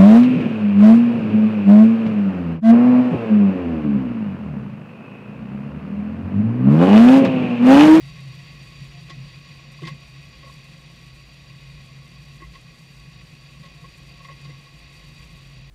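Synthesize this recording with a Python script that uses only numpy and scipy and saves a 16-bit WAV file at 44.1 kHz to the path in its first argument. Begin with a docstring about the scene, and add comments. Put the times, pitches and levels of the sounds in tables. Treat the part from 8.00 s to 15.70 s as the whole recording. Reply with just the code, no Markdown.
"""A slowly rolling off-road car, close up, from a camera microphone clamped under its rear.
From the start road shake booms in axle and silencer and sings in the narrow resonances of the camera
bracket; the exhaust throbs low, the tyres hiss with grit and a faint gear whine comes and goes.
Loose suspension joints knock over the bumps: first at 1 s, hardest just before 2 s, then in scattered
groups, with a longer run from 5.6 to 7 s."""
import sys
import numpy as np
from scipy import signal
from scipy.fft import rfft, irfft, next_fast_len
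from scipy.io import wavfile

SR = 44100
rng = np.random.default_rng(int(sys.argv[2]) if len(sys.argv) > 2 else 0)


def inscribe(sig):
    """Save sig as 16-bit PCM at rate SR to the path in sys.argv[1].

    A 1-D sig is mono; a 2-D sig holds one channel per row.
    Samples are clipped to [-1, 1] before scaling.
    """
    pcm = np.round(np.clip(np.atleast_2d(sig).T, -1, 1) * 32767)
    wavfile.write(sys.argv[1], SR, pcm.astype(np.int16))


N = 339570

# slow levels as road and speed change: time_s, tyre_roar_db, silencer_hum_db, axle_boom_db, grit_db
ROAD_LEVELS = [(0.0, -49, -43.5, -45.5, -65), (0.58, -49, -45.5, -50, -66), (1.22, -50, -48, -51, -67.5),
               (1.52, -49.5, -46.5, -50, -69), (1.91, -50.5, -50.5, -50, -68),
               (2.38, -50.5, -49, -52.5, -67), (2.7, -51.5, -52.5, -50.5, -66.5), (3.3, -52, -48, -54, -68),
               (4.05, -52.5, -46.5, -50.5, -67), (4.8, -53.5, -51.5, -52, -66),
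               (6.46, -51, -49.5, -52, -67), (6.75, -52.5, -56.5, -57.5, -67),
               (7.31, -51.5, -53.5, -50, -64.5), (7.7, -53.5, -42.5, -55, -69.5)]
# resonances of the camera bracket: pitch_hz, width_hz, gain_db
BRACKET_MODES = [(1093, 81, -0.5), (1124, 27, 4.5), (1634, 62, -13.5), (1941, 59, 0), (2091, 58, -1),
                 (2494, 129, 2.5), (2718, 38.4, 2), (2864, 128, -4.5), (3386, 97, -6.5), (3776, 79, 0),
                 (3980, 1080, -11.5), (4663, 115, 0.5), (5697, 78, -8.5), (7040, 93, -14.5)]
# resonances of the suspension joints: pitch_hz, width_hz, gain_db
JOINT_MODES = [(333, 77, 6.5), (362.5, 20, 3), (482, 62, -3.5), (533.4, 13.6, 7.5), (576, 23, -0.5),
               (658, 19, 1.5), (709, 23, -0.5)]


def amp(db):
    return 10 ** (np.asarray(db) / 20)


def unit_rms(x):
    return x / np.sqrt(np.mean(x ** 2) + 1e-20)


def curve(rows, column):
    """One column of a table, joined by straight lines in time."""
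    table = np.transpose(rows)
    return np.interp(np.arange(N) / SR, table[0], table[column])


def swells(rows, column):
    """Bell-shaped rises in dB about each peak."""
    t = np.arange(N) / SR
    return sum(row[column] * np.exp(-((t - row[0]) / max(row[1], .01)) ** 2) for row in rows)


def wander(rate_hz):
    """Random drift of rms 1, mostly slower than rate_hz."""
    return unit_rms(signal.lfilter(*signal.butter(2, rate_hz, fs=SR), rng.standard_normal(N)))


def coloured(x, spectrum):
    """Filters x by a spectrum scaled to an rms gain of 1."""
    size = next_fast_len(N)
    bin_hz = np.fft.rfftfreq(size, 1 / SR)
    hz, db = np.transpose(spectrum)
    gain = amp(np.interp(np.log(bin_hz + 1), np.log(hz), db))
    return irfft(rfft(x, size) * unit_rms(gain), size)[:N]


def ring(x, modes):
    """Sum of damped resonances (pitch_hz, width_hz, gain_db); white noise keeps about its rms."""
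    out, power = np.zeros(len(x)), 0
    for k, (hz, width, db) in enumerate(modes):
        radius = np.exp(-np.pi * width / SR)
        pole = radius * np.exp(2j * np.pi * hz / SR)
        out += (-1) ** k * amp(db) * 2 * signal.lfilter([1 - radius], [1, -pole], x).imag
        power += amp(db) ** 2 * 2 * (1 - radius) / (1 + radius)
    return out / np.sqrt(power)


def add(mix, start_s, sound):
    part = mix[round(start_s * SR):][:len(sound)]
    part += sound[:len(part)]


def gear_whine(pitch_hz=701, base_db=-77):
    """A thin tone from the final drive, wavering with the load."""
    # the whine comes forward: peak_s, half_width_s, rise_db
    rises = [(0.08, .06, 12), (0.41, .06, 13), (0.96, 0.069, 16), (1.1, 0.06, 12), (5.79, 0.14, 13),
             (6.15, .08, 12), (6.52, 0.076, 7), (6.78, .08, 12)]
    cycles = np.cumsum(pitch_hz * (1 + 0.00592 * wander(rate_hz=5.16))) / SR
    level_db = base_db + swells(rises, column=2) + 2.2 * wander(rate_hz=6.6)
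    return amp(level_db) * np.sin(2 * np.pi * cycles)


def grit(small_spurts_per_s=4.5, small_spurt_db=-67, rise_s=0.0037, fall_s=0.013):
    """Sand under the tread: a hiss that flutters and spurts, low and high treble partly on their own."""
    # spectrum of the hiss: frequency_hz, density_db
    hiss_spectrum = [(3000, -16.5), (6000, 1.5), (8000, 1.5), (8500, 3), (9200, -1.5), (10000, 1),
                     (10600, -3.5), (13000, -7.5), (13800, -6), (14200, -2.5), (14700, -22.5), (15500, -14)]
    # loudest spurts of sand: start_s, strength_db
    loud_spurts = [(0.3302, -66), (0.6185, -57), (1.7145, -56), (1.8717, -52), (2.2404, -58), (2.5157, -64),
                   (2.8118, -63), (3.1401, -58), (3.327, -59), (4.602, -67), (5.1383, -59), (5.7444, -60),
                   (5.969, -55), (6.4104, -57), (7.073, -56), (7.239, -62)]
    flutter_db = 1.23 * wander(rate_hz=7.8) + 1.2 * wander(rate_hz=54) + 1.7 * wander(rate_hz=280)
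    low, high = (amp(flutter_db + 0.5 * wander(rate_hz=17)) * rng.standard_normal(N) for _ in range(2))
    crossover = signal.firwin(63, 10500., fs=SR)
    hiss = np.convolve(low - high, crossover, "same") + high
    strengths = amp(small_spurt_db + 2.0 * rng.standard_normal(N))
    onsets = strengths * (rng.random(N) < small_spurts_per_s / SR)
    for start_s, strength_db in loud_spurts:
        add(onsets, start_s, amp([strength_db]))
    t = np.arange(SR // 5) / SR
    spurt_shape = (1 - np.exp(-t / rise_s)) * np.exp(-t / fall_s)
    spurts = signal.oaconvolve(onsets, spurt_shape)[:N]
    return np.hypot(amp(curve(ROAD_LEVELS, column=4)), spurts) * unit_rms(coloured(hiss, hiss_spectrum))


def exhaust():
    """Uneven firing: a wavering low tone and a pipe rumble about it."""
    # the engine's pulse at the pipe: time_s, firing_hz, level_db
    firing = [(0.0, 58.4, -49), (0.3, 61.5, -58), (0.71, 54.1, -51.5), (1.18, 48.6, -53), (1.67, 47, -58),
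              (2.2, 63.9, -52), (2.57, 62.4, -56), (2.74, 54.1, -57), (3.43, 56.5, -55), (3.97, 59.6, -56),
              (4.59, 49.1, -50.5), (4.8, 50.5, -62), (5.1, 53.7, -56), (5.45, 54.7, -57), (5.7, 57, -52),
              (6.3, 51.8, -54), (6.97, 49, -50), (7.7, 44, -50.5)]
    # brief swells and one dip in the throb: peak_s, half_width_s, rise_db
    surges = [(0.11, .07, 6), (3.13, 0.089, 9), (3.73, 0.081, 10), (4.4, 0.18, 3), (4.98, 0.072, 8.5),
              (7.05, 0.088, -2)]
    firing_hz = curve(firing, column=1) * (1 + 0.024 * wander(rate_hz=11.0))
    phase = 2 * np.pi * np.cumsum(firing_hz) / SR
    tone = amp(2.0 * wander(rate_hz=16.7)) * np.sin(phase)
    rumble = ring(ring(rng.standard_normal(N), [(56, 15, 0)]), [(56.4, 34, 0)])
    level_db = curve(firing, column=2) + swells(surges, column=2)
    return amp(level_db) * unit_rms(unit_rms(tone) + amp(0.5) * unit_rms(rumble))


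def tyres(mean_wash_db=-54):
    """Tread noise: a wide wash through the air and the same shake singing in bracket and joints."""
    # spectrum of the airborne wash: frequency_hz, density_db
    wash_spectrum = [(20, -7.5), (60, -2), (100, 2.5), (200, -6), (330, -11), (560, -12.5), (850, -16.5),
                     (1500, -18), (2400, -23), (4500, -14), (5300, -24), (7000, -27), (10000, -65),
                     (16000, -32)]
    roar_db = curve(ROAD_LEVELS, column=1)
    roughness = amp(0.53 * wander(rate_hz=54))
    bracket = ring(roughness * rng.standard_normal(N), BRACKET_MODES)
    bracket = unit_rms(bracket * amp(0.83 * wander(rate_hz=9.5)))
    joints = amp(-10) * unit_rms(ring(roughness * rng.standard_normal(N), JOINT_MODES))
    wash = unit_rms(coloured(roughness * rng.standard_normal(N), wash_spectrum))
    wash_db = mean_wash_db + .5 * (roar_db - roar_db.mean())
    return amp(roar_db) * bracket + amp(wash_db) * (wash + joints)


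def chassis():
    """Road shake hums in the silencer and booms in the axle; ringing twice keeps each band narrow."""
    # resonance of the silencer: pitch_hz, width_hz, gain_db
    silencer_modes = [(138.2, 13.7, 0)]
    # resonances of the axle: pitch_hz, width_hz, gain_db
    axle_modes = [(160.7, 27.2, 1.5), (202, 16, -22), (231.1, 17, -14.5)]
    # an uneven throb, about six a second: time_s, phase_cycles, depth_db
    throb = [(0.0, 0.17, -1.5), (0.83, 5, 2.5), (1.85, 10.8, 1.5), (2.62, 20, 0), (3.16, 19.1, -1),
             (3.8, 24, 2.5), (4.48, 27.6, 0), (4.89, 33, 4), (5.08, 23.4, -6), (5.84, 33, 6.5),
             (6.5, 35.6, -2.5), (6.91, 41, 7), (7.36, 44, 0.5), (7.7, 45.5, 1)]
    # bumps that shake the chassis: peak_s, half_width_s, hum_rise_db, boom_rise_db
    bumps = [(0.06, 0.068, 5.5, -3), (0.28, 0.07, 7.5, -4), (0.82, 0.022, 10, 7), (1.22, 0.11, 9, 6),
             (1.85, 0.043, 10, 13.5), (1.93, 0.038, 16.5, 7), (2.2, 0.11, 6.5, -2.5), (3.79, 0.021, 6, 0),
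             (4.33, 0.038, 6, 1.5), (5.64, 0.055, 1, 5.5), (6.52, 0.085, 9, 2), (7.12, 0.053, 10, 5)]
    hum = signal.hilbert(ring(ring(rng.standard_normal(N), silencer_modes), [(136.4, 12.0, 0)]))
    envelope = abs(hum)
    hum = hum.real / (envelope + 0.27 * envelope.mean()) ** 0.94  # steadied, so the road sets the swells
    boom = sum(ring(ring(rng.standard_normal(N), [mode]), [mode]) * amp(mode[2]) for mode in axle_modes)
    throb_db = curve(throb, column=2) * np.cos(2 * np.pi * curve(throb, column=1))
    throb_db += 1.36 * wander(rate_hz=7.1)
    hum_db = curve(ROAD_LEVELS, column=2) + swells(bumps, column=2) + throb_db
    boom_db = curve(ROAD_LEVELS, column=3) + swells(bumps, column=3) + 0.4 * throb_db
    return amp(hum_db) * unit_rms(hum) + amp(boom_db) * unit_rms(boom)


def struck(contact, modes, noise, scrape):
    """The contact drives every mode at its own pitch, with a share of scraping; peak 1."""
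    t = np.arange(len(contact)) / SR
    tones = sum(np.sin(2 * np.pi * hz * t + np.pi * phase) for (hz, _, _), phase in zip(modes, noise))
    sound = ring(contact * (tones + scrape * noise), modes)
    return sound / abs(sound).max()


def suspension_knocks(rise_share=.42, push_lengths=2.63):
    """A loose joint makes brief contact: it thuds and rattles, and the bracket rings and clanks."""
    # knocks over the bumps: start_s, ring_db, thud_db, thud_hz, clank_db, rattle_db, contact_s
    knocks = [(1.0793, -53, -51, 547, -49, -53, 0.01), (1.096, -40.5, -48.5, 328, -41, -40, 0.012),
              (1.7854, -44, -61, 331, -64, -61, 0.0061), (1.818, -46, -32.5, 304, -56, -48, 0.012),
              (1.831, -38.5, -42, 296, -34.5, -45, 0.0072), (1.8498, -44, -38, 355, -37, -43, 0.012),
              (1.868, -35, -61, 296, -36, -38.5, 0.017), (1.877, -31.5, -46.5, 528, -39, -43, 0.0093),
              (2.427, -44, -44.5, 580, -49, -60, 0.011), (2.46, -48, -47.5, 585, -59, -67, 0.012),
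              (2.4937, -42, -67, 507, -61, -67, 0.0034), (2.74, -54, -60, 527, -49, -65, 0.0074),
              (3.535, -61, -68, 533, -55, -60, 0.0071), (4.398, -49.5, -50, 313.5, -43, -69, 0.022),
              (4.418, -41.5, -41, 328, -50, -58, 0.0098), (4.533, -53, -70, 328, -60, -53, 0.0098),
              (4.549, -42, -57, 525, -41.5, -51, 0.011), (5.63, -46.5, -51, 580, -46, -55, 0.012),
              (5.651, -48, -55, 318, -50.5, -51, 0.015), (5.839, -40, -47, 460, -47, -64, 0.008),
              (6.198, -44.5, -52, 532, -89, -61, 0.01), (6.2455, -41, -56, 541, -41, -46, 0.0065),
              (6.283, -39, -44.5, 584, -41, -63, 0.013), (6.3092, -45, -53, 307, -46, -56, 0.013),
              (6.448, -43.5, -54, 300, -49, -53, 0.013), (6.49, -55, -43.5, 396, -45, -59, 0.011),
              (6.662, -48.5, -63, 530, -62, -62, 0.007), (6.99, -59, -66, 532, -50, -60, 0.0076)]
    metal, rattle = np.zeros((2, N))
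    # spectrum of the rattle: frequency_hz, density_db
    rattle_spectrum = [(1500, 2.5), (2600, 12.5), (3400, 12), (4900, 6.5), (5500, 1), (8000, -10.5),
                       (12000, -24), (16000, -40)]
    t = np.arange(SR // 8) / SR
    for start_s, ring_db, thud_db, thud_hz, clank_db, rattle_db, contact_s in knocks:
        noise = rng.standard_normal((4, len(t)))
        progress = t / np.clip(rise_share * contact_s, .001, .02)
        contact = progress * np.exp(1 - progress)  # builds up, then lets go
        bracket_push = np.sin(np.pi * np.minimum(t / (push_lengths * contact_s), 1) ** 0.51)
        # the struck spot favours the modes near the thud's pitch
        near_modes = [(hz, width, db - 51.0 * abs(np.log2(hz / thud_hz)))
                      for hz, width, db in JOINT_MODES]
        add(metal, start_s, amp(ring_db) * struck(bracket_push, BRACKET_MODES[:1], noise[0], scrape=2.7))
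        add(metal, start_s, amp(thud_db) * struck(contact ** 2.1, near_modes, noise[1], scrape=2.0))
        clank = struck(contact ** 0.45, BRACKET_MODES[2:5], noise[2], scrape=23.0)
        add(metal, start_s, amp(clank_db) * clank)
        add(rattle, start_s, amp(rattle_db) * contact ** 0.63 * noise[3])
    return metal + coloured(rattle, rattle_spectrum)


def scene():
    """Everything reaches one microphone, close under the car."""
    return (chassis() + exhaust() + gear_whine() + tyres() + grit() + suspension_knocks())[None]


def record(dry, low_cut_hz=30., top_hz=15300):
    """The camera microphone rolls off the deep bass and cuts the highest treble."""
    thinned = signal.lfilter(*signal.butter(2, low_cut_hz, "high", fs=SR), dry)
    band_limit = signal.firwin(1023, top_hz, window=("kaiser", 10), fs=SR)
    return signal.oaconvolve(thinned, band_limit[None], "same")


dry = scene()
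out = record(dry)
inscribe(out)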